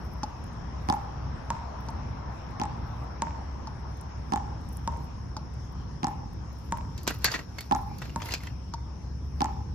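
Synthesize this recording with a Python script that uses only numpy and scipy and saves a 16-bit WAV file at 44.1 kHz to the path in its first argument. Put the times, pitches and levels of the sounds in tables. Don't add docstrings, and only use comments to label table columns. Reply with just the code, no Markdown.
import sys
import numpy as np
from scipy import signal
from scipy.fft import rfft, irfft, next_fast_len
from scipy.io import wavfile
from scipy.ndimage import uniform_filter1d, map_coordinates

SR = 44100
rng = np.random.default_rng(int(sys.argv[2]) if len(sys.argv) > 2 else 0)


def generate_wav(signal):
    frames = np.transpose(np.atleast_2d(signal))
    scaled = np.clip(frames, -1, 1) * 32767
    pcm = np.round(scaled).astype(np.int16)
    wavfile.write(sys.argv[1], SR, pcm)


def gain_from_db(level_db):
    decades = np.asarray(level_db, float) / 20
    return 10 ** decades


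N = 429534


def unit(x):
    return x / np.sqrt(np.mean(x ** 2) + 1e-20)


def along(points, hz):
    f, v = np.transpose(points)
    return np.interp(np.log(hz + 1), np.log(f + 1), v)


def curves(rows):
    s, *columns = np.transpose(rows)
    return [np.interp(np.arange(N) / SR, s, column) for column in columns]


def wobble(rate):
    knots = rng.standard_normal(int(N * rate / SR) + 4)
    return map_coordinates(knots, [np.arange(N) * rate / SR])


def filtered(x, response):
    n = x.shape[-1]
    m = next_fast_len(n + 4096)
    return irfft(rfft(x, m) * response(np.fft.rfftfreq(m, 1 / SR)), m)[..., :n]


def resonances(peaks):
    def response(f):
        total = 0
        for k, (centre, width, db) in enumerate(peaks):
            total = total + (-1) ** k * gain_from_db(db) * 1j * f * width / (centre * centre - f * f + 1j * f * width)
        return total
    return response


# pitch_hz, likeness (1 = same, 0 = unrelated)
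LIKENESS = [(60, 0.95), (130, 0.95), (290, 0.52), (640, 0.068), (1410, 0.35), (3100, -0.064), (6820, 0.039),
            (15000, -0.067)]


def rush(spectrum, patchy_db):
    z = signal.stft(rng.standard_normal((2, N + 512)), nperseg=512)[2]
    field = uniform_filter1d(rng.standard_normal(z.shape[1:]), size=6, axis=0)
    field = uniform_filter1d(field, size=14, axis=1)
    pair = signal.istft(z * gain_from_db(patchy_db * unit(field)), nperseg=512)[1][:, :N]

    def colour(hz):
        turn = np.arccos(np.clip(along(LIKENESS, hz), -1, 1)) / 2
        return gain_from_db(along(spectrum, hz)) * [np.cos(turn), np.sin(turn)]

    mid, side = filtered(pair, colour)
    return unit(np.array([mid + side, mid - side]))


def add(out, x, s, pan_db, lag):
    for side, sign in enumerate((1, -1)):
        start = round((s + sign * lag / 2) * SR)
        port = np.broadcast_to(x, (2, x.shape[-1]))[side]
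        out[side, start:start + x.shape[-1]] += gain_from_db(sign * pan_db / 2) * port


def burst(t60, rise, spectrum, alike, click=0, grain_db=0, tail_db=-90):
    t = np.arange(SR // 4) / SR
    both, *own = rng.standard_normal((3, len(t)))
    noise = np.sqrt(alike) * both + np.sqrt(1 - alike) * np.array(own)
    splinters = gain_from_db(grain_db * np.repeat(rng.standard_normal(len(t) // 25), 25))
    fall_s = max(t60, .002)
    fade = gain_from_db(-60 * t / fall_s) + gain_from_db(tail_db - 15 * t / fall_s)
    push = noise * splinters * fade * (1 - np.exp(-t / rise))
    push = push + click * (np.arange(len(t)) == 16)
    x = filtered(push, spectrum)
    return x / abs(x).max()


def scrape(spectrum, rate, near):
    hits = (rng.random((3, N)) < rate / SR) * rng.standard_normal((3, N))
    spot, left, right = (unit(v) for v in filtered(hits, lambda hz: gain_from_db(along(spectrum, hz))))
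    near = np.clip(near, 0, 1)
    one_spot = np.array([spot, np.roll(spot, shift=3)])
    return np.sqrt(near) * one_spot + np.sqrt(1 - near) * np.array([left, right])


def swells(rows, swing_db):
    t = np.arange(0, N, 32) / SR
    gain = 0
    for s, db, rise, fall in rows:
        reach = np.where(t < s, (s - t) / max(rise, .005), (t - s) / max(fall, .005))
        reach = np.minimum(reach, 3)
        gain = gain + gain_from_db(db - swing_db * np.maximum(reach, reach ** 4))
    return np.interp(np.arange(N) / SR, t, gain)


# time_s, level_db
CHORUS = [
    (0.0, -61),
    (2.09, -62),
    (6.97, -62),
    (7.13, -61.5),
    (9.74, -62.5),
]
# pitch_hz, width_hz, level_db
WINGS = [(5367, 800, -2.5), (5920, 1830, -12.5), (11300, 350, -21)]
# pitch_hz, level_db (per Hz)
FAR_LEAVES = [(2000, -1), (4000, -7), (6500, -4), (7200, -16.5), (11000, -17), (12000, -24), (14400, -24.5),
              (14900, -48)]


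def crickets():
    f = np.geomspace(3500, 13000, num=200)
    band = np.transpose([f, 40 * np.log10(abs(resonances(WINGS)(f)) + 0.00089)])
    singers = gain_from_db(curves(CHORUS)[0]) * rush(band, patchy_db=1.0)
    return singers + gain_from_db(-62.0) * rush(FAR_LEAVES, patchy_db=4.0)


# time_s, pitch_hz, level_db
ENGINE = [(0.0, 60.86, -42.5), (1.36, 63, -36.5), (1.65, 67.45, -38), (1.87, 63.2, -39), (2.33, 62.13, -37),
          (2.41, 70.8, -64), (2.85, 61.3, -37.5), (3.2, 67.8, -36.5), (3.58, 65.37, -37.5),
          (5.7, 65.74, -38.5), (5.89, 60.7, -38.5), (6.21, 72, -59), (6.35, 66.2, -36), (7.32, 65.1, -42),
          (7.81, 70.7, -45), (8.38, 64.84, -38), (9.63, 68.8, -33), (9.74, 67.7, -65)]


def engine():
    hum_hz, hum_db = curves(ENGINE)
    level = np.sqrt(2) * gain_from_db(hum_db - 3.0 + 0.57 * wobble(8.4))
    return level * np.sin(2 * np.pi * np.cumsum(hum_hz) / SR + .5 * wobble(7.2))


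# pitch_hz, level_db (per Hz)
RUMBLE = [(12, -81), (20, -58.5), (46, -13.5), (70, -11.5), (118, -13), (141, -16), (172, -19), (267, -27),
          (535, -38.5), (600, -51), (780, -61.5), (1320, -120)]
# pitch_hz, level_db (per Hz)
TYRES = [(240, -3.5), (400, -10.5), (650, -7), (950, -2.5), (1300, -10.5), (1760, -17), (2300, -24),
         (4000, -31.5), (7000, -57.5)]


def traffic():
    nearest_s, nearest_db, span_s = 1.95, -44.5, 1.82
    away = (np.arange(N) / SR - nearest_s) / span_s
    car_db = nearest_db - 10 * np.log10(1 + away ** 2)
    rumble = gain_from_db(-38.68 + 1.1 * wobble(3.02)) * rush(RUMBLE, patchy_db=1.0)
    return rumble + gain_from_db(car_db + 2.0 + 0.15 * wobble(4)) * rush(TYRES, patchy_db=1.5)


# pitch_hz, left_over_right_db
FAR_SIDE = [(400, 0.5), (1300, 3), (4400, 7), (8000, 1.5), (15000, -10)]


def distance():
    far = crickets() + engine() + traffic()
    return filtered(far, lambda hz: gain_from_db(np.outer([.5, -.5], along(FAR_SIDE, hz))))


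# time_s, level_db, half_length_s
FLURRIES = [(0.028, -67, 0.33), (.47, -72, 0.12), (0.938, -59, .12), (1.854, -72, .1), (2.35, -95, .1),
            (2.954, -72, 0.18), (4.007, -73, .1), (4.328, -73, .1), (4.757, -60, 0.11), (4.93, -70, .09),
            (5.03, -69, .1), (5.627, -81, 0.23), (6.098, -66, .1), (6.649, -66, .2), (7.2, -72, .08),
            (7.353, -77, .12), (7.76, -55, .15), (8.004, -70, 0.17), (8.189, -58, 0.098), (8.285, -56, .07),
            (8.353, -75, .1), (8.697, -88, 0.22), (9.141, -84, 0.19), (9.436, -64, 0.19)]
# pitch_hz, level_db (per Hz)
FINE = [(8000, -48), (9300, -23), (9800, -12), (10200, -12), (12000, -12), (14200, -12), (14900, -20.5),
        (16300, -55.5)]


def leaves():
    still_db, swing_db = -94.5, 17
    flutter = gain_from_db(1.5 * wobble(19.0) + 4.0 * wobble(40))
    stir = gain_from_db(still_db) + swells([(s, db, half, half) for s, db, half in FLURRIES], swing_db)
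    rustle = scrape([(6500, -50), (8500, -14), *FINE[2:]], 4000, 0.54)
    return gain_from_db(-5.5) * stir * flutter * rustle


# start_s, peak_db, pitch_hz,
# left_over_right_db
NIBBLES = [(0.1356, -41, 13500, -5), (0.4404, -44.5, 9260, -15), (0.5324, -51, 8260, 8),
           (1.807, -48, 13200, -0.5), (1.8647, -54, 8970, -1), (2.339, -60, 13300, -6),
           (2.5087, -54, 9750, 14), (3.9732, -50.5, 10800, -6), (4.0113, -37, 9070, 3),
           (4.3025, -52, 7510, -2), (4.6124, -53, 9150, 12), (4.689, -40, 9200, 0), (4.7315, -38, 11560, 4),
           (4.77, -30.5, 9500, -11), (4.9184, -54, 7910, 10), (4.9709, -46, 7680, 12),
           (5.0053, -54, 13420, 0.0), (5.0429, -53, 12640, -2), (5.5386, -48, 8610, -8),
           (5.7237, -51, 11700, 0), (6.333, -48, 12700, -4), (6.7117, -46, 7970, 8.5),
           (6.774, -39, 10800, -11), (7.147, -41, 13000, -2), (7.167, -46, 13500, 0),
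           (7.187, -40, 13500, -2), (7.22, -49, 13500, 0), (7.8141, -47, 11450, -5),
           (8.6443, -61, 8750, -16), (8.6891, -59, 9160, -8.0),
           (1.2594, -63, 10400, 3), (1.4621, -65, 13830, -1.0), (1.9026, -46, 10300, -3.5),
          (2.117, -67, 13300, -2.0), (2.3794, -71, 14000, -1.0), (2.8599, -69, 10600, 1),
          (2.9642, -60, 13500, -3), (3.038, -54, 13400, -1.0), (3.3737, -59, 13600, -2.0),
          (3.7978, -63, 11400, -4.0), (4.725, -43, 10500, -2.5), (4.7624, -52, 12470, -1),
          (5.8167, -58.5, 13300, 1.0), (6.5294, -49, 13000, -3), (6.5874, -47.5, 11000, -1.5)]


def nibbles():
    out = np.zeros((2, N + SR))
    for s, db, centre_hz, pan_db in NIBBLES:
        colour = lambda hz: resonances([(centre_hz, 5000, 0)])(hz) ** 2 * (hz < 16200)
        add(out, gain_from_db(db - 0.5) * burst(0.0126, 0.00026, colour, 0.39), s, .5 * pan_db, -.0001)
    return out[:, :N]


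# pitch_hz, fall_by_60_db_s
COURT = [(200, 0.26), (900, 0.74), (3000, 0.6), (7000, 0.82)]


def court(x, wet_db):
    hz, t, z = signal.stft(rng.standard_normal((2, SR // 2)), SR, nperseg=256)
    tail = signal.istft(z * gain_from_db(-60 * t / along(COURT, hz)[:, None]), SR, nperseg=256)[1]
    return gain_from_db(wet_db) * signal.fftconvolve(x[None], tail / np.linalg.norm(tail[0]), axes=1)


def ringing(t, t60, rise):
    return gain_from_db(-60 * t / t60) * (1 - np.exp(-t / rise)) ** 3


GROUND = (2, 5)


def ball(contacts, modes, paths, ring_db, tick_db, thump_db, thump_hz, wet_db, height, tints, squash, felt,
         slap_s=.0035):
    out, t = np.zeros((2, N + SR)), np.arange(SR // 4) / SR
    for contact, later_s, (first_mode_db, direct_db, shift_hz) in zip(contacts, height, squash):
        s, slap_peak_db, ring_peak_db, thump_peak_db = contact
        ring = 0
        for k, (hz, db, t60, rise) in enumerate(modes):
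            tone = ringing(t, t60, rise) * np.sin(2 * np.pi * (hz + shift_hz) * t)
            ring = ring + (-1) ** k * gain_from_db(db + first_mode_db * (k == 0)) * tone
        ring = gain_from_db(ring_peak_db + ring_db) * ring
        thump = ringing(t, 0.016, 0.0024) * np.sin(2 * np.pi * thump_hz * t)
        thump = gain_from_db(thump_peak_db + thump_db) * thump

        def slap(k):
            tint = resonances([(tints[min(k, len(tints) - 1)], 2500, 0)])

            def colour(hz):
                ripple = 1 + 0.15 * np.cos(2 * np.pi * hz * 0.000551)
                return gain_from_db(along(felt, hz)) * ripple * (0.23 + abs(tint(hz)) ** 2)
            return gain_from_db(slap_peak_db + tick_db) * burst(slap_s, .000175, colour, 0.79, click=3.55)

        for k, (delay, body_db, slap_db, pan_db, lag) in enumerate(paths):
            arrival = s + delay + later_s * (k in GROUND)
            add(out, gain_from_db(body_db + direct_db * (k == 0)) * ring, arrival, pan_db, lag)
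            add(out, gain_from_db(body_db - 4.5 * (k > GROUND[0])) * thump, arrival, -.2 * pan_db, lag)
            add(out, gain_from_db(slap_db) * slap(k), arrival + .0004, -1.3 * pan_db, lag)
        dull_slap = filtered(0.9 * slap(0)[0], lambda hz: 1 / (1 + (hz / 4500) ** 2))
        wet = court(ring + thump + dull_slap, wet_db)
        start = round((s + .006) * SR)
        out[:, start:start + wet.shape[1]] += wet[:, :out.shape[1] - start]
    return out[:, :N]


# start_s, slap_peak_db, ring_peak_db, thump_peak_db
BOUNCES = [
    (0.2316, -30.5, -27.5, -24.5),
    (1.8851, -40, -37, -40),
    (3.6712, -38, -34.5, -52),
    (5.3658, -36, -31, -29),
    (8.737, -34.5, -31.5, -34),
]
# pitch_hz, level_db, fall_by_60_db_s, rise_s
BOUNCE_RING = [(890, 31, 0.027, 0.009), (1082, 7, 0.016, 0.0006), (1420, -3, .012, .0005),
               (666, -8, 0.06, 0.0024)]
# delay_s, ring_db, slap_db, left_over_right_db, left_lag_s
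BOUNCE_PATHS = [(0, 7, 6.5, 2.5, -.00007), (.009, -38, -24, 1.5, -.0001), (0.043, -10.5, -42, .6, .0001)]
# first_mode_db, direct_ring_db, pitch_shift_hz
BOUNCE_SQUASH = [(1, 0.1, -44), (4.5, 0.1, 21), (-2, 0.1, -5), (-5, 0.1, -30), (0.5, 0.1, 25)]
# pitch_hz, level_db
SCUFF = [(1500, -12), (2600, -1), (3600, -7), (4400, -4), (4800, 3), (5400, -7), (6000, 3.5), (7000, -8),
         (14000, -22)]


def bounces():
    return ball(BOUNCES, BOUNCE_RING, BOUNCE_PATHS, ring_db=-5.5, tick_db=-1.5, thump_db=9.5, thump_hz=247,
                wet_db=-5, height=np.zeros(len(BOUNCES)), tints=[5000], squash=BOUNCE_SQUASH,
                felt=SCUFF, slap_s=0.03955)


# start_s, slap_peak_db, ring_peak_db, thump_peak_db
WALL_HITS = [
    (0.8872, -31.5, -21.5, -36.5),
    (2.598, -34.5, -27.5, -40),
    (4.3216, -33, -23.5, -37.5),
    (6.0313, -33, -25, -37.5),
    (7.7114, -32.5, -21.5, -36.5),
    (9.406, -30.5, -23, -37.5),
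]
# pitch_hz, level_db, fall_by_60_db_s, rise_s
WALL_RING = [(815.4, 25, 0.022, 0.0081), (866, 20.5, 0.029, 0.015), (988, -4, 0.017, 0.00034),
             (1350, -19, 0.019, 0.00047), (1718, -22, 0.028, 0.0005), (611, -21.5, 0.049, 0.0016)]
# delay_s, ring_db, slap_db, left_over_right_db, left_lag_s
WALL_PATHS = [(0, 8.5, 4, -4.5, 0.00043), (.0055, -6.5, -29, -11, 0.00012), (0.012, 10, 8, -3, 0.00019),
              (0.0375, 5.5, 3.5, -2.5, 0.00012), (0.043, -5, -24, -6, 0.000037),
              (.051, 1, -5, -3.5, 0.000074), (.078, -4.5, -92, -1, 0.000056), (.094, -10.5, -90, -7, .0002),
              (.12, -14, -91, -4, .0002), (.16, -13.5, -90, -4, .0001), (.2, -12.5, -90, -4, 0.00016)]
WALL_HEIGHT = [0, .005, .002, 0, -.001, 0]
WALL_TINT = [5650, 5500, 5540, 6300, 6020, 7460]
# first_mode_db, direct_ring_db, pitch_shift_hz
WALL_SQUASH = [(0.1, -1.5, 5.1), (0.1, -5, 3), (0.1, -0.5, 3), (0.1, -3.5, 3), (0.1, 2.5, 3),
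               (0.1, -1.5, 3.8)]
# pitch_hz, level_db
FELT_SLAP = [(300, -16), (1200, 0), (2000, 9.5), (2800, 8), (5500, -4), (8000, -5), (11000, -12.5),
             (16000, -18.5)]


def wall_hits():
    return ball(WALL_HITS, WALL_RING, WALL_PATHS, ring_db=1.5, tick_db=9.0, thump_db=26.5, thump_hz=239.0,
                wet_db=6.5, height=WALL_HEIGHT, tints=WALL_TINT, squash=WALL_SQUASH, felt=FELT_SLAP)


# start_s, slap_peak_db, ring_peak_db, thump_peak_db
STROKES = [
    (1.5031, -31.5, -29, -35),
    (3.2202, -30, -27.5, -27.5),
    (4.8755, -33.5, -29.5, -30.5),
    (6.7224, -31, -29, -28),
    (8.1598, -35.5, -32, -29),
]
# pitch_hz, level_db, fall_by_60_db_s, rise_s
STROKE_RING = [(921, 1.5, .04, .0004), (1090, -9, .03, .0004), (620, -9, .04, .001),
               (1360, -16, .015, .0003), (1670, -15, .012, .0003)]
# delay_s, ring_db, slap_db, left_over_right_db, left_lag_s
STROKE_PATHS = [(0, 7.5, 7, -3, .00007), (.0055, -3, -23, 9, .00007), (0.015, -2.5, -29, -5, .0001),
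                (0.027, -13, -28, -1, .0001), (0.049, -9.5, -14, -11, -.0001),
                (0.062, -14, -21, -14, .0001), (.087, -10, -14, -2, .0001), (.128, -14.5, -21, -4, .0001),
                (0.168, -15.5, -90, 1.5, -.0001)]
STROKE_TINT = [6700, 7000, 2600, 2600, 2600, 2630, 2400, 2397]
# pitch_hz, level_db
STRINGS = [(300, -21.5), (1300, 15.5), (2200, 2), (3800, -1), (6000, -7), (8500, -8), (11000, -19),
           (16000, -36)]


def strokes():
    squash = [(0.1, 0.1, 3)] * len(STROKES)  # first_mode_db, direct_ring_db, pitch_shift_hz
    return ball(STROKES, STROKE_RING, STROKE_PATHS, ring_db=1.5, tick_db=9.5, thump_db=14.5, thump_hz=200,
                wet_db=3.0, height=np.zeros(len(STROKES)), tints=STROKE_TINT, squash=squash, felt=STRINGS)


# strongest_s, level_db, build_up_s, let_go_s
DIGS = [(6.69, -63, 0.26, 0.019), (7.02, -57.5, 0.2, 0.067), (7.15, -45, 0.089, 0.042),
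        (7.25, -42, 0.059, 0.068), (7.32, -34.5, 0.022, 0.034), (7.35, -39, 0.034, 0.029),
        (7.395, -45.5, 0.042, 0.054), (7.616, -53.5, 0.17, 0.14), (8.05, -51, 0.18, 0.2),
        (8.225, -53, 0.052, 0.062), (8.27, -48.5, 0.048, 0.06), (8.325, -40.5, 0.068, 0.018),
        (8.35, -45, .012, 0.034), (8.46, -50.5, 0.24, 0.084)]
# pitch_hz, level_db (per Hz)
SHELL = [(150, -40.5), (300, -4.5), (1000, -3), (1900, -7), (3000, -9), (5400, -11), (7500, -16),
         (8100, -33), (9600, -45), (10500, -80)]
# pitch_hz, width_hz, level_db
TRAY = [(1596, 70, -20.5), (1986, 240, 0.5), (2712, 62, -3.5), (3671, 52, -1.5), (4280, 52, 1),
        (4870, 81, 4), (5600, 230, -13), (6220, 220, 0.5)]


def rummage():
    force = swells(DIGS, swing_db=18) * gain_from_db(1.2 * wobble(110))
    tray = filtered(scrape(SHELL, 3000, 0.4), lambda hz: resonances(TRAY)(hz) + .5)
    return force * (gain_from_db(-0.5) * unit(tray) + gain_from_db(-15) * scrape(FINE, 6100, 0.54))


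# start_s, peak_db, low_part_db, high_part_db (both relative), hollow_hz
CRACKS = [(6.977, -41, -11, -1, 4520), (7.0318, -44, -13, 6, 5060), (7.0682, -30, 3, -30, 970),
          (7.0757, -17, 3, -6, 1930), (7.082, -30.5, -2, -20, 4040), (7.093, -33, 10, -2, 2930),
          (7.105, -27, 13, -4, 1980), (7.142, -50, 0, 11, 3000), (7.219, -48, -22, -5, 2430),
          (7.2436, -14, -5.5, 2.5, 4430), (7.246, -18.5, 6, -30, 1610), (7.2533, -22, -10, -36, 4460),
          (7.256, -26, 6, -20, 1580), (7.2752, -27, 5.5, -40, 1630), (7.284, -34, 8, -30, 1630),
          (7.3117, -39, -6, -5, 6300), (7.3162, -28, -17, -25, 4670), (7.3404, -24.5, 6, -31, 1860),
          (7.349, -31, 9, -31, 2300), (7.355, -38, 0, -20, 3120), (7.3901, -32.5, 10.5, -30, 1900),
          (7.584, -31, 1.5, -7, 2200), (7.6064, -35.5, -3, 2, 4540), (7.9835, -43, -8, 3.5, 4510),
          (8.0181, -31, 10.5, -12, 1958), (8.054, -40, 11, -11, 2030), (8.093, -43, 6, -9, 2800),
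          (8.2004, -43, 9, -20, 2350), (8.2183, -30.5, 8.5, -37, 3290), (8.257, -36, 6, -1, 2100),
          (8.286, -36.5, 5, 1, 2220), (8.308, -34, 0, -7, 2967), (8.3199, -31, -5, -20, 5050),
          (8.3376, -21.5, -2.5, -7, 2440), (8.4044, -47, 8, -15, 2130), (8.4347, -37, 7, -4, 1900),
          (8.47, -33.5, 9.5, -34, 3220)]


def cracks():
    crack_t60_s, snap_t60_s, snap_db = 0.046, 0.02, -2
    detune, spread_db = .02, 2.5
    out = np.zeros((2, N + SR))
    for s, db, low_db, high_db, hollow_hz in CRACKS:
        modes = []
        for c, w, g in TRAY:
            mode_hz = c * (1 + detune * rng.standard_normal())
            modes.append((mode_hz, w, g + spread_db * rng.standard_normal()))
        tray = resonances(modes + [(hollow_hz, 130, 2.5)])
        slope = [(120, low_db - 10), (270, low_db), (450, low_db - 7.0), (1800, low_db - 5.5), (4500, -8.5),
                 (7400, -10.0), (8000, -14), (8600, -29), (9600, -28), (10500, -44)]
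        tilt = lambda hz: gain_from_db(along(slope, hz))
        ring_colour = lambda hz: tilt(hz) * (tray(hz) + 0.4)
        snap_colour = lambda hz: (tilt(hz) + 0.08) * (hz > 900) * (hz < 15800)
        body = burst(crack_t60_s, 0.00038, ring_colour, 0.46, grain_db=5.0, tail_db=-15)
        top = burst(0.51 * crack_t60_s, 0.00015, lambda hz: gain_from_db(along(FINE, hz)), 0.86, tail_db=-18)
        snap = burst(snap_t60_s, 0.00016, snap_colour, 0.73, click=3.83)
        add(out, gain_from_db(db + 6.5) * body, s, 0, -.000045)
        add(out, gain_from_db(db + snap_db) * snap + gain_from_db(db + high_db - 3.5) * top, s, -2.5, 0)
    return out[:, :N]


def scene():
    practice = bounces() + wall_hits() + strokes()
    return distance() + leaves() + nibbles() + practice + rummage() + cracks()


def thin_treble(x, floor_db, mask_db):
    hz, t, z = signal.stft(x, SR, nperseg=2048)
    band = np.arange(64)[:, None]
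    power = (abs(z[:, :1024]) ** 2).sum(axis=0).reshape(64, 16, -1).mean(axis=1)
    level_db = 10 * np.log10(power + 1e-20)
    middle_db = level_db[6:18].mean(axis=0)
    need_db = np.maximum(floor_db, middle_db - mask_db - 8 * (band > 28))
    whim_db = 2.5 * unit(uniform_filter1d(rng.standard_normal(level_db.shape), size=3))
    keep = (level_db > need_db + whim_db) | (band < 20)
    gate = np.pad(np.repeat(keep, 16, axis=0), [(0, 1), (0, 0)])
    return signal.istft(z * gate, SR, nperseg=2048)[1][:, :N]


def band_limit(x):
    return signal.sosfilt(signal.butter(12, 16500, fs=SR, output="sos"), x)


def record(dry):
    edged = filtered(dry, lambda hz: gain_from_db(along([(15600, 0), (16500, -18)], hz)))
    thinned = thin_treble(edged, floor_db=-103.5, mask_db=19.5)
    return band_limit(thinned)


dry = scene()
out = record(dry)
generate_wav(out)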